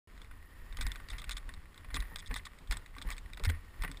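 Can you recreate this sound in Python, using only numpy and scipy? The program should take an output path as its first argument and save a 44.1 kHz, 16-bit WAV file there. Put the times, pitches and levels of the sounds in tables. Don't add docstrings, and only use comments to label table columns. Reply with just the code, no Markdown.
import sys
import numpy as np
from scipy import signal
from scipy.fft import rfft, irfft
from scipy.io import wavfile
from scipy.ndimage import uniform_filter1d

SR = 44100
rng = np.random.default_rng(int(sys.argv[2]) if len(sys.argv) > 2 else 0)


def generate_wav(sig):
    pcm = np.round(np.clip(np.atleast_2d(sig).T, -1, 1) * 32767).astype(np.int16)
    wavfile.write(sys.argv[1], SR, pcm)


N = 176400

# frequency in Hz, bandwidth in Hz, gain in dB.
KNOCK_MODES = [(268,40,-2),(1149,112,3),(1506,200,1),(1849,157,7),(1992,83,3.5),(3260,100,-11.5),(8700,420,-13),(9880,240,-5.5),(13680,190,-9.5)]


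def mount_thuds():
    # start in seconds, relative level in dB, ringing frequency in Hz.
    jolts = [(0.774,-30.5,22.4),(0.844,-24.5,42.4),(1.114,-31,38.7),(1.26,-36,45),(1.328,-37.5,41.5),(1.92,-31.5,41.2),(1.98,-27,45.8),(2.287,-30.5,38),(2.692,-28.5,39.1),(3.053,-26,35.8),(3.423,-25.5,34.95),(3.472,-20,80),(3.792,-29,35)]
    rise_cycles, decay_s = .88, .034
    t = np.arange(SR // 2) / SR
    thuds, shake = np.zeros(N), np.zeros(N)
    for start, db, hz in jolts:
        rise_s = rise_cycles / hz
        attack = np.sin(np.pi / 2 * np.minimum(t / rise_s, 1))
        envelope = undb(db) * attack * np.exp(-np.maximum(t - rise_s, 0) / decay_s)
        add(thuds, start, envelope * np.sin(2 * np.pi * hz * t))
        add(shake, start, envelope)
    return undb(-1.5) * thuds, shake


def chain_clatter():
    # start in seconds, relative level in dB.
    hits = [(0.178,-49.5),(0.217,-44.5),(.246,-49),(0.726,-43),(0.771,-37.5),(.811,-31.5),(.827,-39.5),(0.867,-31),(0.918,-33),(.958,-37),
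            (1.087,-40),(1.103,-37),(1.138,-50),(1.185,-40.5),(1.218,-39.5),(1.242,-38),(1.294,-32),(1.31,-34),(1.317,-34),(1.370,-33.5),
            (1.492,-43.5),(1.539,-42.5),(1.744,-49.5),(1.777,-45),(1.944,-30),(1.956,-32.5),(1.963,-32),(2.003,-34.5),(2.1594,-32),(2.171,-45),(2.342,-30.5),(2.359,-35),(2.456,-39),(2.587,-49),(2.674,-50.5),
            (2.711,-28.5),(2.722,-33),(2.77,-35),(2.861,-42),(2.951,-46.5),(2.984,-38),(3.016,-36),(3.023,-37),(3.104,-33),(3.125,-37),(3.167,-46),(3.181,-39),(3.334,-38),(3.373,-39.5),(3.397,-41),
            (3.438,-32.5),(3.449,-32),(3.491,-37.5),(3.4997,-31.5),(3.822,-35),(3.915,-37.5),(3.972,-42)]
    # start in seconds, length in seconds, initial level in dB.
    runs = [(.812,0.021,-34.5),(1.098,0.034,-44),(1.181,0.026,-40.5),(1.311,0.024,-38),(1.365,0.01845,-37.5),(1.941,0.031,-38),(2.183,0.028,-40.5),(2.259,0.022,-43),(2.36,0.027,-38),(2.452,0.022,-41.5),(2.716,0.032,-39),(3.113,0.026,-41.5),(3.453,0.012,-31)]
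    # frequency in Hz, bandwidth in Hz, gain in dB.
    metal_modes = [(260,600,-13.5),(1223,69,6.5),(1522,155,5),(2115,480,9),(3527,324,11),(3740,165,0.5),(6280,370,-4),(8030,237,3.5),(9800,210,-8.5),(13550,900,-8.5)]
    # frequency in Hz, bandwidth in Hz, gain in dB.
    crack_modes = [(5060,1430,-1.5),(7040,400,-4.5)]
    rebound_s, rebound_db = .006, -12
    gap_s, scatter_db, fade_db = .0044, 1.5, 6.5
    delays = rebound_s * np.exp(.3 * rng.standard_normal(len(hits)))
    bounces = [(start + delay, db + rebound_db) for (start, db), delay in zip(hits, delays)]
    for start, length, db in runs:
        gaps, sizes = rng.standard_normal((2, 32))
        ages = np.cumsum(gap_s * np.exp(.2 * gaps)) - gap_s / 2
        bounces += [(start + age, db + scatter_db * size - fade_db * age / length)
                    for age, size in zip(ages, sizes) if age < length]
    clacks = strikes(hits, metal_modes, decay_s=.0016, snap=4, tail_db=-18, tail_s=.008)
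    crack_hits = [(start, 2 * db + 24.5) for start, db in hits]
    cracks = strikes(crack_hits, crack_modes, decay_s=.001, snap=4, tail_db=-18, tail_s=.0016)
    links = strikes(bounces, metal_modes + crack_modes, decay_s=.001, snap=3, tail_db=-18, tail_s=.001)
    link_band = signal.butter(2, (1800, 10500), "bandpass", fs=SR, output="sos")
    return undb(-1.5) * (clacks + cracks) + signal.sosfilt(link_band, links)


def plank_impacts():
    # start in seconds, relative level in dB.
    knock_hits = [(.311,-47.5),(.787,-40.5),(.809,-44),(1.0,-43.5),(1.132,-41),(1.297,-45),(1.378,-41),(1.491,-40),(1.846,-45),(1.904,-44),
                  (1.968,-29.5),(2.023,-40),(2.3115,-35.5),(2.362,-30.5),(2.395,-44.5),(2.467,-39.5),(2.724,-30.5),(2.965,-41.5),(3.088,-40),(3.113,-35),(3.375,-44.5),(3.453,-29),(3.497,-32.5),(3.836,-30.5),(3.847,-29.5),(3.878,-38)]
    # start in seconds, relative level in dB.
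    thump_hits = [(.336,-58),(.786,-43.5),(.863,-51.5),(1.482,-50),(1.942,-37.5),(2.117,-43.5),(2.308,-38.5),(2.608,-50.5),(2.713,-40),(2.98,-46),(3.05,-41.5),(3.400,-41),(3.447,-46),(3.493,-39),(3.844,-38.5),(3.893,-40.5)]
    # frequency in Hz, bandwidth in Hz, gain in dB.
    plank_modes = [(162.6,36,3.5),(268.4,23,6),(435.3,88,-4.5),(886,290,-12)]
    knocks = strikes(knock_hits, KNOCK_MODES, decay_s=.0037, snap=1.75, tail_db=-13.5, tail_s=.016)
    thumps = strikes(thump_hits, plank_modes, decay_s=.018, snap=15, tail_db=-24, tail_s=.013)
    return undb(-1.5) * knocks + undb(-1) * thumps


def wind(rolling, shake):
    # frequency in Hz, relative spectral density in dB.
    spectrum = [(12,-10),(30,3.5),(45,-3),(62,-11),(82,-8.5),(110,-24),(200,-26.5),(2000,-78)]
    above_rolling_db, gust_db, buffet_db = 7, 3.5, -10.5
    rumble = noise(spectrum)
    gusts = rolling * undb(above_rolling_db + gust_db * drift(9.04))
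    return rumble * np.hypot(gusts, undb(buffet_db) * shake)


def tyres(rolling):
    # frequency in Hz, relative spectral density in dB.
    spectrum = [(60,18),(170,5.5),(330,3.5),(720,-3),(1100,2),(2000,-3),(2700,-6),(4600,-12.5),(9500,-17),(10150,-18.5),(10600,-14.5),(13900,-17),(15200,-21)]
    tread = noise(spectrum) * rolling * undb(drift(45))
    grit = unit(ring(grains(per_s=100), KNOCK_MODES))
    return tread + undb(-66.5) * grit * unit(rolling)


def loose_buzz(shake):
    lag_s, limit = .0079, undb(-34.5)
    delayed = np.interp(np.arange(N) - lag_s * SR, np.arange(N), shake)
    travel = limit * np.tanh(delayed / limit)
    return undb(-20) * travel * unit(ring(grains(per_s=1600), KNOCK_MODES))


def gear_whirr(shake):
    # frequency in Hz, bandwidth in Hz, gain per pass in dB.
    modes = [(1853,163,0),(10190,210,-6),(13900,290,-6.5)]
    # time in seconds, level in dB before waver and surge.
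    levels = [(.2,-74),(.85,-60.5),(1.6,-82),(2.101,-59),(2.6,-76.5),(3.6,-71)]
    waver_db, surge_db = 2.5, -28.5
    running = undb(contour(levels) + waver_db * drift(30))
    singing = ring(ring(grains(per_s=1600), modes), modes)
    return unit(singing) * np.hypot(running, undb(surge_db) * shake)


def strikes(hits, modes, decay_s, snap, tail_db, tail_s):
    size, lead = 4096, 128
    rise_s, scatter_db, detune = .00022, 3, .024
    t = (np.arange(size) - lead) / SR
    age = np.maximum(t, 0)
    attack = np.exp(np.minimum(t, 0) / rise_s)
    decay = np.exp(-age / decay_s) + undb(tail_db) * np.exp(-age / tail_s)
    forces = rng.standard_normal((len(hits), size)) * attack * decay
    forces[:, lead] += snap
    deviations = rng.standard_normal((len(hits), len(modes), 2))
    out = np.zeros(N)
    for (start, db), force, deviation in zip(hits, forces, deviations):
        varied = [(hz + min(detune * hz, width / 2) * shift, width, gain_db + scatter_db * weight)
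                  for (hz, width, gain_db), (shift, weight) in zip(modes, deviation)]
        hit = ring(force, varied)
        peak = np.sqrt(2 * uniform_filter1d(hit ** 2, size=88).max())
        add(out, start + t[0], undb(db) * hit / peak)
    return out


def ring(force, modes):
    f = np.fft.rfftfreq(len(force), 1 / SR)
    response = 0
    for hz, width, db in modes:
        resonance = 1j * f * width / (hz ** 2 - f ** 2 + 1j * f * width)
        response += undb(db) * resonance / (1 + .5j * f / hz)
    return irfft(rfft(force) * response, len(force))


def grains(per_s):
    return (rng.random(N) < per_s / SR) * rng.standard_normal(N)


def noise(spectrum):
    hz, db = np.array(spectrum).T
    f = np.maximum(np.fft.rfftfreq(N, 1 / SR), 1)
    gain = undb(np.interp(np.log(f), np.log(hz), db))
    return unit(irfft(rfft(rng.standard_normal(N)) * gain, N))


def drift(per_s):
    hold = int(SR / per_s)
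    steps = np.repeat(rng.standard_normal(N // hold + 1), hold)
    return 1.3 * uniform_filter1d(uniform_filter1d(steps, hold), hold)[:N]


def contour(points):
    return np.interp(np.arange(N) / SR, *np.array(points).T)


def add(out, start_s, sound):
    i = int(np.clip(start_s * SR, 0, N))
    out[i:i + len(sound)] += sound[:N - i]


def undb(db):
    return 10 ** (np.asarray(db) / 20)


def unit(x):
    return x / np.sqrt(np.mean(x ** 2))


def scene():
    # time in seconds, level in dB.
    rolling_levels = [(0,-60),(.5,-59),(.88,-55.5),(1.35,-56),(1.7,-59.5),(2.05,-56.5),(2.66,-58.5),(2.77,-53.5),(2.87,-60.5),(3.1,-54),(3.299,-59),(3.5,-59.5),(4,-55.5)]
    rolling = undb(contour(rolling_levels))
    thuds, shake = mount_thuds()
    background = wind(rolling, shake) + tyres(rolling) + loose_buzz(shake) + gear_whirr(shake)
    return (thuds + plank_impacts() + chain_clatter() + background)[None]


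def record(dry):
    # centre in Hz, half-width in Hz, depth in dB.
    notches = [(6057,460,8),(11900,900,10.5)]
    silent_s, cutoff_hz = .074, 15200
    f = np.fft.rfftfreq(N, 1 / SR)
    loss_db = sum(db * np.exp(-((f - hz) / width) ** 2) for hz, width, db in notches)
    heard = irfft(rfft(dry) * undb(-loss_db), N)
    heard *= np.arange(N) >= silent_s * SR
    return signal.sosfilt(signal.ellip(8, .2, 70, cutoff_hz, fs=SR, output="sos"), heard)


dry = scene()
out = record(dry)
generate_wav(out)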